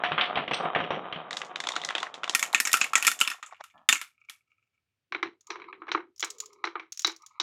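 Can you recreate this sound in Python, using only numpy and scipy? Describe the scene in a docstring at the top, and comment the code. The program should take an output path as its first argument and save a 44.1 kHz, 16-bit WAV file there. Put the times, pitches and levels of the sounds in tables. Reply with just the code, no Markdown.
"""Glass marbles on wooden marble runs, heard in three places one after another: a long ramp at some distance,
the foot of a run whose marbles fall into plastic toy trucks, and a short track fed by hand.
Every knock is a sharp blow, a few ms of rattle and a short tail; rolling is a fine grit of tiny blows.
One marble buzzes down a groove, marbles click in the hand, air hums under the short track; the room is still."""
import sys
import numpy as np
from scipy import signal
from scipy.fft import rfft, irfft
from scipy.io import wavfile
from scipy.ndimage import uniform_filter1d

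SR = 44100
rng = np.random.default_rng(int(sys.argv[2]) if len(sys.argv) > 2 else 0)


def materialize(psi):
    """Save the field psi as 16-bit PCM at rate SR to the path in sys.argv[1].

    A 1-D psi becomes a single channel; in a 2-D psi each row is a channel.
    """
    bounded = np.clip(np.atleast_2d(psi).T, -1, 1)
    quanta = np.round(bounded * 32767).astype(np.int16)
    wavfile.write(sys.argv[1], SR, quanta)


N = 327222
TIME_S = np.arange(N) / SR
SCENE_HZ = np.fft.rfftfreq(N, 1 / SR)
KNOCK_SAMPLES = 8192
THUD_HZ, TICK_HZ = 700, 4500  # band splits


def amp(db):
    """Amplitude factor of a level in dB."""
    return 10 ** (np.asarray(db) / 20)


def evened(x):
    """Scales to an RMS of 1 along the last axis."""
    return x / np.sqrt(np.mean(abs(x) ** 2, -1, keepdims=True) + 1e-30)


def read(points, hz):
    """Reads a (Hz, dB) curve, straight over log frequency."""
    f, value = np.transpose(points)
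    return np.interp(np.log(hz + 1), np.log(f + 1), value)


def add(mix, start_s, sound):
    """Adds a sound into the mix at its start, cut at the end."""
    part = mix[max(round(start_s * SR), 0):][:len(sound)]
    part += sound[:len(part)]


def smooth_noise(samples):
    """Slowly wandering noise, RMS 1."""
    return evened(uniform_filter1d(rng.standard_normal(N), size=samples))


def coloured(x, colour):
    """Filters x by a (Hz, dB) colour, then evens it."""
    return evened(irfft(rfft(x) * amp(read(colour, SCENE_HZ)), N))


def peak(hz, centre_hz, width_hz):
    """Amplitude response of one resonance."""
    return 1 / np.sqrt(1 + (2 * (hz - centre_hz) / width_hz) ** 2)


def passing(rows, swell_db_per_s=557, die_db_per_s=307.5):
    """Level curve (s, dB): each pass swells in, drifts from its first to its last level and dies away."""
    t = np.arange(0, N / SR + .01, .005)
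    start, end, first_db, last_db = np.transpose(rows)[:4, :, None]
    progress = np.clip((t - start) / (end - start), 0, 1)
    db = first_db + (last_db - first_db) * progress
    db = db - swell_db_per_s * np.maximum(start - t, 0) - die_db_per_s * np.maximum(t - end, 0)
    return np.transpose([t, 10 * np.log10((amp(db) ** 2).sum(0) + 1e-20)])


def pass_level(rows, **rates):
    """Amplitude of the passes at every sample."""
    s, db = passing(rows, **rates).T
    return amp(np.interp(TIME_S, s, db, -200, -200))


def rolling(rows, colour, modes, lumpy_db, uneven_db, ring_db):
    """Tiny blows on the grain of the groove, of uneven size and in lumps, faintly ringing the same body."""
    blows_per_s = 350
    grit = amp(uneven_db * np.minimum(rng.exponential(1, N), 3.0)) * (rng.random(N) < blows_per_s / SR)
    grit = evened(grit * rng.choice([-1, 1], N)) + 0.85 * rng.standard_normal(N)
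    lumps = uniform_filter1d(uniform_filter1d(rng.standard_normal(N), size=500), size=500)
    grit *= amp(lumpy_db * evened(lumps))
    rings = 1 + amp(ring_db) * sum(peak(SCENE_HZ, f, width) ** 2 for f, width, _ in modes)
    level = uniform_filter1d(pass_level(rows), size=400)
    return level * coloured(irfft(rfft(grit) * rings, N), colour)


def causal(gain):
    """Minimum-phase response with this gain: nothing sounds before the blow."""
    half = KNOCK_SAMPLES // 2
    cepstrum = irfft(np.log(gain + 1e-6))
    cepstrum[..., 1:half] *= 2
    cepstrum[..., half + 1:] = 0
    return np.exp(rfft(cepstrum))


def thirds(hz):
    """Splits the spectrum into bass, middle and treble shares."""
    low = 1 / (1 + (hz / THUD_HZ) ** 6)
    high = 1 / (1 + (TICK_HZ / (hz + 1)) ** 8)
    return np.array([low, (1 - low) * (1 - high), high])


def lawful(rows, law):
    """Adds to each knock the thud and tail that its ring and strength call for."""
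    s, db, hz, tick_db = np.transpose(rows)
    thud_db, per_octave, thud_slope, per_tick, tail_db, tail_slope = law
    stronger_db, octaves = db + 20, np.log2(hz / 1500)  # against a blow of -20 dB ringing at 1500 Hz
    thud = thud_db + per_octave * octaves + thud_slope * stronger_db + per_tick * tick_db
    return np.transpose([s, db, hz, thud, tick_db, tail_db + tail_slope * stronger_db])


def blow_spectra(hz, body, ring_hz, ring_db, spot_db):
    """Power spectra of the snap (every mode flicked for a few cycles) and of the longer ringing."""
    colour, modes = body
    ring_width = 0.11  # share of the ring's pitch
    snap_width_hz, snap_modes_db = 550, 6.5
    woken, shifted = np.moveaxis(rng.standard_normal((len(ring_hz), len(modes), 2)), -1, 0)[..., None]
    broad = amp(read(colour, hz)) ** 2
    snap_ring = amp(ring_db + 13.0) * peak(hz, ring_hz, 0.39 * ring_hz) ** 4
    long_ring = amp(ring_db - 6.0) * peak(hz, ring_hz, ring_width * ring_hz) ** 2
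    snap, ringing = broad * (1 + snap_ring ** 2), broad * (1 + long_ring ** 2)
    for k, (f, width, mode_db) in enumerate(modes):
        woken_db = mode_db + spot_db * woken[:, k]
        spot = peak(hz, f * (1 + 0.0096 * shifted[:, k]), width)  # no two blocks ring alike
        flick = peak(hz, f * (1 + 0.017 * shifted[:, k]), max(width, snap_width_hz))
        snap = snap + (amp(woken_db + snap_modes_db) * flick ** 3) ** 2
        ringing = ringing + (amp(woken_db) * spot ** 2) ** 2
    return snap, ringing


def knocks(rows, body, t60_s, rattle_db, rattle_s, ring_db, spot_db):
    """Each blow lands on another spot, so it wakes the modes unevenly and has one ring of its own."""
    contact_s = .0007  # the blow builds up
    softness = 0.18  # dB per octave above the ring, per dB of tick
    s, db, ring_hz, thud_db, tick_db, tail_db = np.transpose(rows)[:, :, None]
    hz, t = np.fft.rfftfreq(KNOCK_SAMPLES, 1 / SR), np.arange(KNOCK_SAMPLES) / SR
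    powers = blow_spectra(hz, body, ring_hz, ring_db, spot_db)
    octaves = np.log2(np.clip(hz, ring_hz, np.maximum(ring_hz, TICK_HZ)) / ring_hz)
    soft = amp(softness * tick_db * octaves)
    bands = thirds(hz)[:, None]
    shares = np.array([amp(thud_db), amp(-8.5 + 0 * db), amp(tick_db)])
    snap, ringing = (causal((shares * evened(bands * soft * np.sqrt(power))).sum(0)) for power in powers)

    noise = rng.standard_normal((len(rows), 3, KNOCK_SAMPLES))
    skips = amp(2.7 * evened(uniform_filter1d(noise[:, 2], size=70)))  # the marble skips on in tiny hops
    # the marble chatters for some ms; body and room then die away
    rattle = amp(rattle_db + 6.67 * np.abs(noise[:, 1])) * noise[:, 0] * np.exp(-t / rattle_s)
    fading = amp(-60 * t / np.array(t60_s)[:, None, None]) * np.cos(np.pi / 2 * t / t[-1])
    tail = (irfft(bands * rfft(noise[:, 1])) * fading).sum(0)
    tail = amp(tail_db) * tail * (1 - np.exp(-t / 0.0022))
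    after = rattle * (t > .0008) + tail * skips + 0.095 * (t == 0)
    snap_peak = abs(irfft(snap)).max(-1, keepdims=True)
    sounds = amp(db) * irfft(snap + ringing * rfft(after)) / snap_peak
    out = np.zeros(N)
    for start_s, sound in zip(s[:, 0], sounds):
        add(out, start_s + contact_s, sound)
    return out


# Still room. Each row: frequency in Hz, relative level in dB.
HUSH_COLOUR = [(30, -30), (100, 0), (180, -14), (900, -24), (2500, -20), (12000, -36)]


def hush():
    """Still room: steady coloured noise."""
    return amp(-87) * coloured(rng.standard_normal(N), HUSH_COLOUR)


# Struck ramp. Broad colour rows: frequency in Hz, relative level in dB;
# then mode rows: frequency in Hz, nominal width in Hz, relative level in dB.
RAMP_BODY = [(30, -52), (170, -15), (320, -11.5), (710, -7.5), (1230, -1), (3300, 8), (4700, -12),
             (7000, -46.5), (10000, -76)], [(5370, 320, -24.5), (8400, 240, -27), (162, 30, -10),
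             (5700, 670, -17.5), (725, 25, 1.5), (1210, 270, 1), (2450, 31, -1), (3120, 150, -12),
             (3780, 99, -7)]
# Marbles passing on the ramp. Each row: start in seconds, end in seconds, level at start in dB, at end in dB.
RAMP_PASSES = [(0, 0.4, -42.5, -34), (.5, 3.2, -37.5, -56), (.61, 0.658, -36.5, -25.5)]
# Colour of the ramp's grit. Each row: frequency in Hz, relative level in dB.
RAMP_GRIT_COLOUR = [(30, -48.5), (170, -10), (700, 2.5), (1500, -7.5), (3700, -20), (4400, -49.5),
                    (8000, -86)]


def ramp_rolling():
    """Marbles rolling down the wooden ramp."""
    return rolling(RAMP_PASSES, RAMP_GRIT_COLOUR, RAMP_BODY[1], lumpy_db=1.3, uneven_db=6.6, ring_db=2.8)


# Blows on the ramp. Each row: start in seconds, snap peak in dB, strongest ring in Hz, treble tick share in dB.
RAMP_BLOWS = [(0.036, -14, 1350, -43), (0.111, -32, 1900, -36), (0.118, -16, 1170, -40.5),
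              (0.179, -12.5, 1210, -56), (0.21, -14, 3490, -30), (0.356, -20, 3120, -32.5),
              (0.372, -14.5, 725, -48), (0.478, -22, 2010, -36), (0.511, -16.5, 970, -31.5),
              (0.534, -19, 2650, -21), (0.542, -23.5, 5700, -0.5), (0.749, -16.5, 1800, -61.5),
              (0.76, -17, 686, -54.5), (0.787, -28, 3000, -46.5), (0.802, -18, 1090, -49),
              (0.839, -26, 2700, -55), (0.905, -16, 700, -44), (0.971, -28, 720, -58),
              (1.125, -23.5, 3160, -41.5), (1.16, -27, 3030, -51)]
# Tail: time to fall 60 dB, in seconds, of bass, middle, treble.
RAMP_T60_S = (0.46, 0.33, 0.32)
# Thud and tail law: thud share in dB, its change in dB per octave of ring, per dB of strength, per dB of tick,
# tail in dB, its change per dB of strength.
RAMP_THUD_TAIL = (-7.5, -10.5, -2, 0.11, -26.5, 0.3669)


def ramp_knocks():
    """Marbles striking the wooden ramp; the wood rings in its modes."""
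    return knocks(lawful(RAMP_BLOWS, RAMP_THUD_TAIL), RAMP_BODY, RAMP_T60_S,
                  rattle_db=-21.5, rattle_s=0.0039, ring_db=3.4, spot_db=7.1)


# Struck foot of the run. Colour rows: frequency in Hz, relative level in dB;
# then mode rows: frequency in Hz, nominal width in Hz, relative level in dB.
FOOT_BODY = [(47, -25.5), (80, -57), (312, 2.5), (398, 0.5), (744, -1), (3460, -3), (4630, -11),
             (7070, -15), (11500, -41), (16500, -64)], [(1090, 110, -7.5), (2000, 200, -3),
             (3590, 620, -0.5), (6960, 300, -23.5)]
# Marbles passing at the foot. Each row: start in seconds, end in seconds, level at start in dB, at end in dB.
FOOT_PASSES = [(1.3, 1.56, -50, -73), (1.6, 2.07, -55.5, -50), (2.15, 2.3, -43.5, -68.5),
               (2.45, 3.08, -48, -46.5), (3.24, 3.62, -48.5, -60.5)]
# Colour of the foot's grit. Each row: frequency in Hz, relative level in dB.
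FOOT_GRIT_COLOUR = [(80, -45), (250, -20.5), (750, 9.5), (1500, 0), (3300, -20.5), (6000, -17.5),
                    (10000, -64.5)]


def foot_rolling():
    """Marbles rolling at the foot of the run, in heavy lumps."""
    return rolling(FOOT_PASSES, FOOT_GRIT_COLOUR, FOOT_BODY[1], lumpy_db=9.6, uneven_db=3.7, ring_db=5.7)


# Blows at the foot. Each row: start in seconds, snap peak in dB, strongest ring in Hz, treble tick share in dB.
FOOT_BLOWS = [(1.308, -23.5, 1960, -16.5), (1.329, -22.5, 3850, -14), (1.369, -19.5, 3520, -9),
              (1.416, -23, 1690, -28), (1.448, -35.5, 930, -4), (1.558, -24, 3740, -21),
              (1.602, -19, 2030, -12.5), (1.638, -24.5, 1900, -20), (1.67, -18, 3360, -15),
              (1.688, -13.5, 2000, -12), (1.719, -24, 880, -11.5), (1.736, -33, 1040, -38),
              (1.755, -28, 4030, -11), (1.763, -14.5, 1340, -20), (1.798, -37, 2900, -31),
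              (1.816, -27, 3200, -14), (1.836, -27, 4050, -23), (1.848, -17.5, 1590, -2),
              (1.888, -23, 2050, -21.5), (1.899, -28.5, 3340, -31), (1.905, -21.5, 1360, -28),
              (1.951, -15, 3170, -22), (1.959, -26.5, 1570, -38), (1.981, -19.5, 3260, -22),
              (2.002, -29.5, 840, -11), (2.029, -18, 1295, -23.5), (2.067, -31, 1360, -50),
              (2.141, -28, 3470, -15.5), (2.233, -24.5, 1390, -31), (2.241, -21, 2800, -21.5),
              (2.277, -28, 795, -25), (2.295, -12, 3200, -6), (2.317, -49, 1036, -16),
              (2.335, -34, 1100, -23)]
# Tail: time to fall 60 dB, in seconds, of bass, middle, treble.
FOOT_T60_S = (0.33, 0.15, 0.2)
# Thud and tail law: thud share in dB, its change in dB per octave of ring, per dB of strength, per dB of tick,
# tail in dB, its change per dB of strength.
FOOT_THUD_TAIL = (-31.5, 2, 0.8, 0.03, -30.5, -0.23)


def foot_knocks():
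    """Marbles striking the wood at the foot of the run."""
    return knocks(lawful(FOOT_BLOWS, FOOT_THUD_TAIL), FOOT_BODY, FOOT_T60_S,
                  rattle_db=-19.5, rattle_s=0.002, ring_db=6.4, spot_db=6.8)


# Struck plastic truck. Colour rows: frequency in Hz, relative level in dB;
# then mode rows: frequency in Hz, nominal width in Hz, relative level in dB.
TRUCK_BODY = [(47, -79.5), (80, -45.5), (249, -7), (622, -19.5), (1330, -4), (2030, -9), (2480, -3),
              (3870, -10.5), (10800, -14), (13800, -19), (16500, -40)], [(1360, 110, -4.5),
              (2249, 260, -6.5), (2850, 300, -10.5), (1854, 109, -4), (5400, 200, -12), (3547, 110, -7),
              (7060, 1500, -7)]
# Falls into trucks. Each row: start in seconds, snap peak in dB, strongest ring in Hz, treble tick share in dB.
TRUCK_BLOWS = [(2.349, -3, 2370, -10), (2.394, -12.5, 1855, -6.5), (2.427, -9, 2227, -12),
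               (2.529, -20.5, 3830, -6), (2.546, -3.5, 2550, -17), (2.601, -2.5, 2450, -11),
               (2.652, -12, 2365, -7), (2.672, -13, 1805, -9.5), (2.694, -22, 1320, -24),
               (2.716, -21, 3420, -6), (2.73, -2, 2400, -3), (2.74, -4, 2572, -19.5),
               (2.77, -14.5, 1415, -9.5), (2.806, -22.5, 2345, -6.5), (2.813, -9.5, 2623, -16.5),
               (2.842, -16.5, 2655, -19), (2.864, -30, 3300, -16), (2.933, -17, 1090, -23.5),
               (2.954, -1, 2366, -12), (2.979, -15, 1530, -12), (3.025, -10.5, 2528, -13.5),
               (3.049, -9.5, 2986, -14), (3.068, -1, 2220, -5.5), (3.077, -2.5, 2342, -11.5),
               (3.115, -12, 1448, -8.5), (3.19, -25.5, 3030, -6.5), (3.203, -13.5, 1945, -3),
               (3.212, -4, 2750, -14), (3.249, -24.5, 3370, -25), (3.275, -12.5, 2680, -17.5),
               (3.301, -18.5, 2580, -14.5), (3.315, -25, 1360, -20.5), (3.427, -31, 1240, -22.5),
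               (3.462, -36.5, 1360, 6), (3.51, -46, 1350, -40), (3.545, -45.5, 2325, -36),
               (3.565, -54, 3100, -27), (3.639, -33, 1310, -14), (3.7, -51, 3340, -24),
               (3.778, -53, 3200, -34.5), (3.889, 0, 2920, -13), (3.926, -4, 2590, -11),
               (3.955, -18.5, 2640, -22), (4.014, -17.5, 2134, -13.5), (4.297, -24.5, 3430, -9.5)]
# Tail: time to fall 60 dB, in seconds, of bass, middle, treble.
TRUCK_T60_S = (0.17, 0.2, 0.21)
# Thud and tail law: thud share in dB, its change in dB per octave of ring, per dB of strength, per dB of tick,
# tail in dB, its change per dB of strength.
TRUCK_THUD_TAIL = (-38, 0.5, 0.1664, 0, -30.5, -0.11)


def truck_knocks():
    """Marbles falling into plastic trucks, each blow with a strong ring of its own."""
    return knocks(lawful(TRUCK_BLOWS, TRUCK_THUD_TAIL), TRUCK_BODY, TRUCK_T60_S,
                  rattle_db=-26, rattle_s=0.0052, ring_db=11.0, spot_db=9.5)


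# Marbles rolling in a truck. Each row: start in seconds, end in seconds, level at start in dB, at end in dB.
TRUCK_PASSES = [(3.4, 3.72, -66, -70), (4.12, 4.3, -87, -64), (4.48, 5, -80.5, -95)]
# Colour of the truck's grit. Each row: frequency in Hz, relative level in dB.
TRUCK_GRIT_COLOUR = [(900, -53), (1300, 5), (1800, -45.5), (2250, 6.5), (2850, -3), (3200, -18),
                     (7000, -16), (10000, -36)]


def truck_rolling():
    """Marbles rolling faintly in the plastic truck."""
    return rolling(TRUCK_PASSES, TRUCK_GRIT_COLOUR, TRUCK_BODY[1], lumpy_db=7.6, uneven_db=1.5, ring_db=-1)


# Last marble in the groove. Each row: start in seconds, end in seconds, level at start in dB, at end in dB.
BUZZ_PASSES = [(3.745, 3.81, -55, -60.5)]
# Colour of the buzz. Each row: frequency in Hz, relative level in dB.
BUZZ_COLOUR = [(150, -16.5), (260, -8.5), (430, -35), (650, -4), (1350, -5), (1550, -30), (1750, -3),
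               (1950, -51)]


def buzz():
    """The last marble buzzes down the groove: nearly even bumps under it."""
    bumps_per_s = 175 * (1 + 0.22 * smooth_noise(200))
    turns = np.cumsum(bumps_per_s) / SR
    bumps = np.diff(np.floor(turns), prepend=0) * amp(3.0 * rng.standard_normal(N))
    rough = evened(bumps) + .4 * rng.standard_normal(N)
    return pass_level(BUZZ_PASSES, swell_db_per_s=2514) * coloured(rough, BUZZ_COLOUR)


# Marbles rocking to rest. Each row: start in seconds, snap peak in dB, strongest ring in Hz.
SETTLING_BLOWS = [(4.074, -53.5, 2400), (4.1137, -62, 2420), (4.1786, -57, 2400), (4.2147, -51, 2480),
                  (4.239, -60, 2540), (4.251, -66, 2650), (4.2866, -40, 2200), (4.352, -53, 2400),
                  (4.407, -63.5, 2220), (4.517, -53.5, 2450), (4.581, -65, 2350), (4.594, -68, 2700),
                  (4.626, -63, 2400), (4.777, -69, 2230)]


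def settling():
    """Marbles rocking to rest in a truck bed; they wake only the floor of the bed."""
    bed = TRUCK_GRIT_COLOUR, TRUCK_BODY[1][:3]
    rows = [(*row, -45, -40, -36) for row in SETTLING_BLOWS]  # thud, tick, tail dB
    return knocks(rows, bed, TRUCK_T60_S, rattle_db=-30.0, rattle_s=0.0044, ring_db=4.4, spot_db=3.4)


# Struck short track. Colour rows: frequency in Hz, relative level in dB;
# then mode rows: frequency in Hz, nominal width in Hz, relative level in dB.
TRACK_BODY = [(100, -86), (330, 39), (590, -6.5), (1150, -0.5), (1650, -3), (3500, -9.5), (5000, -21),
              (5700, -17), (8000, -45), (10000, -99)], [(350, 86, 2.5), (1280, 100, -15), (3100, 500, -15),
              (2230, 330, 1), (3960, 320, -4)]
# Blows on the track. Each row: start in seconds, snap peak in dB, strongest ring in Hz, treble tick share in dB.
TRACK_BLOWS = [(5.122, -24, 2190, -29), (5.147, -20.5, 2240, -36.5), (5.228, -17, 2060, -29.5),
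               (5.503, -24, 1015, -16.5), (5.516, -35, 1050, -18), (5.556, -36, 1030, -31),
               (5.565, -45, 1060, -32), (5.598, -41.5, 1100, -35), (5.618, -36, 2410, -38),
               (5.641, -40, 2380, -45), (5.727, -34.5, 2480, -58), (5.818, -33.5, 1280, -76),
               (5.868, -42.5, 1230, -39), (5.881, -30.5, 1050, -42), (5.889, -32, 2100, -34),
               (5.916, -15.5, 3900, -17.5), (5.947, -17.5, 1280, -53), (5.975, -29, 1280, -58),
               (6.004, -39.5, 1310, -63), (6.226, -15.5, 3470, -13), (6.236, -23, 1320, -26.5),
               (6.64, -21, 1160, -27.5), (6.651, -31.5, 1030, -5.5), (6.671, -27, 1280, -28.5),
               (6.754, -26, 1210, -55.5), (6.796, -30.5, 2260, -32.5), (6.826, -47, 1280, -35),
               (7.046, -11.5, 1280, -6.5), (7.075, -22, 1170, -10.5), (7.095, -31.5, 1100, -10.5),
               (7.399, -13.5, 3670, -5.5)]
# Tail: time to fall 60 dB, in seconds, of bass, middle, treble.
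TRACK_T60_S = (0.25, 0.19, 0.17)
# Thud and tail law: thud share in dB, its change in dB per octave of ring, per dB of strength, per dB of tick,
# tail in dB, its change per dB of strength.
TRACK_THUD_TAIL = (-36, 1.5, -0.01, -0.18, -30, -0.05)


def track_knocks():
    """Marbles striking the short wooden track."""
    return knocks(lawful(TRACK_BLOWS, TRACK_THUD_TAIL), TRACK_BODY, TRACK_T60_S,
                  rattle_db=-21.5, rattle_s=0.0037, ring_db=7.1, spot_db=3.3)


# Hum of the air under the track. Each row: start in seconds, end in seconds, level at start in dB, at end in dB,
# pitch at start in Hz, at end in Hz.
HOLLOW_HUMS = [(5.123, 5.202, -49, -55, 352, 350), (5.254, 5.318, -38, -60, 350, 345),
               (5.499, 5.856, -53.5, -62, 400.2, 350), (5.908, 6.089, -48, -64.5, 353.6, 335),
               (6.27, 6.828, -61.5, -68, 461.4, 345.6)]


def hollow(width_hz=78):
    """Air under the track hums as a marble runs over: narrow noise shifted up to a moving resonance."""
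    at_s = np.ravel([row[:2] for row in HOLLOW_HUMS])
    pitch_hz = np.ravel([row[4:] for row in HOLLOW_HUMS])
    r = np.exp(-np.pi * width_hz / SR)
    noise = rng.standard_normal((N, 2)) @ [1, 1j]
    slow = signal.lfilter([1], np.convolve([1, -r], [1, -r]), noise)  # smoothed twice
    slow = slow / abs(slow) ** .6  # the hum holds fairly steady
    turns = np.cumsum(np.interp(TIME_S, at_s, pitch_hz)) / SR
    hum = (slow * np.exp(2j * np.pi * turns)).real
    level = pass_level(HOLLOW_HUMS, swell_db_per_s=2514)
    return uniform_filter1d(level, size=400) * evened(hum)


# Struck marble. Colour rows: frequency in Hz, relative level in dB;
# then mode rows: frequency in Hz, nominal width in Hz, relative level in dB.
GLASS_BODY = [(590, -92), (1000, -26), (1250, -21), (1540, -23.5), (6850, -4.5), (8260, -18.5),
              (14800, -27.5), (16500, -27)], [(5600, 220, -6.5), (6300, 187, -29)]
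# Clicks in the hand. Each row: start in seconds, snap peak in dB, strongest ring in Hz.
HAND_CLICKS = [(5.408, -51.5, 6640), (5.469, -44.5, 6900), (6.1608, -53.5, 5300), (6.179, -47, 5210),
               (6.195, -34.5, 6660), (6.204, -25, 6800), (6.2454, -22, 8400), (6.3023, -26.5, 8000),
               (6.3832, -41, 7100), (6.4015, -25, 7000), (6.458, -37.5, 7200), (6.5303, -48, 5660),
               (6.9213, -27.5, 6400), (6.973, -34, 5600), (6.993, -25, 6760), (7.0051, -39, 6960),
               (7.019, -31, 5610), (7.0694, -23.5, 5000), (7.116, -43, 6800), (7.1625, -42, 5650),
               (7.22, -50, 5850), (7.2624, -37.5, 6800)]
# Tail: time to fall 60 dB, in seconds, of bass, middle, treble.
GLASS_T60_S = (0.061, 0.3, 0.17)


def glass_clicks():
    """Marbles clicking together in the hand: nearly all treble."""
    rows = [(*row, -60, 3, -32) for row in HAND_CLICKS]  # thud, tick, tail dB
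    return knocks(rows, GLASS_BODY, GLASS_T60_S, rattle_db=-18.5, rattle_s=0.0038, ring_db=11.4, spot_db=5.6)


# Marbles passing on the track. Each row: start in seconds, end in seconds, level at start in dB, at end in dB.
TRACK_PASSES = [(5.52, 5.82, -46, -66.5), (6.31, 6.8, -66, -59), (7.22, 7.42, -61, -58.5)]
# Colour of the track's grit. Each row: frequency in Hz, relative level in dB.
TRACK_GRIT_COLOUR = [(600, -39.5), (950, 3), (1250, 3), (1600, -41), (2200, -9), (3400, -48), (3900, -21),
                     (8000, -77)]


def track_rolling():
    """Marbles rolling along the short wooden track."""
    return rolling(TRACK_PASSES, TRACK_GRIT_COLOUR, TRACK_BODY[1], lumpy_db=4.9, uneven_db=1.6, ring_db=2.1)


# Stereo width. Each row: frequency in Hz, side level against mid in dB.
SIDE_LEVEL = [(60, -23.5), (180, -33.5), (1200, -50), (2500, -42), (5000, -45.5), (13000, -54.5)]


def widened(mid):
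    """Almost mono: a faint copy with turned phase differs between the ears."""
    side = irfft(1j * rfft(mid) * amp(read(SIDE_LEVEL, SCENE_HZ)), N)
    return np.array([mid + side, mid - side])


def scene():
    """Sums all sources and widens them."""
    mid = hush() + ramp_rolling() + ramp_knocks()
    mid += foot_rolling() + foot_knocks()
    mid += truck_knocks() + truck_rolling() + buzz() + settling()
    mid += track_knocks() + hollow() + glass_clicks() + track_rolling()
    return widened(mid)


def record(dry):
    """The loudest blows meet a soft ceiling; the microphone drops the deep bass; then the band limit."""
    ceiling, bass_hz, edge_hz = .9, 55, 16600
    held = dry / (1 + (dry / ceiling) ** 6) ** (1 / 6)
    held = signal.sosfilt(signal.butter(2, bass_hz, "high", fs=SR, output="sos"), held)
    return signal.oaconvolve(held, signal.firwin(511, edge_hz, window=("kaiser", 9), fs=SR)[None], "same")


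dry = scene()
out = record(dry)
materialize(out)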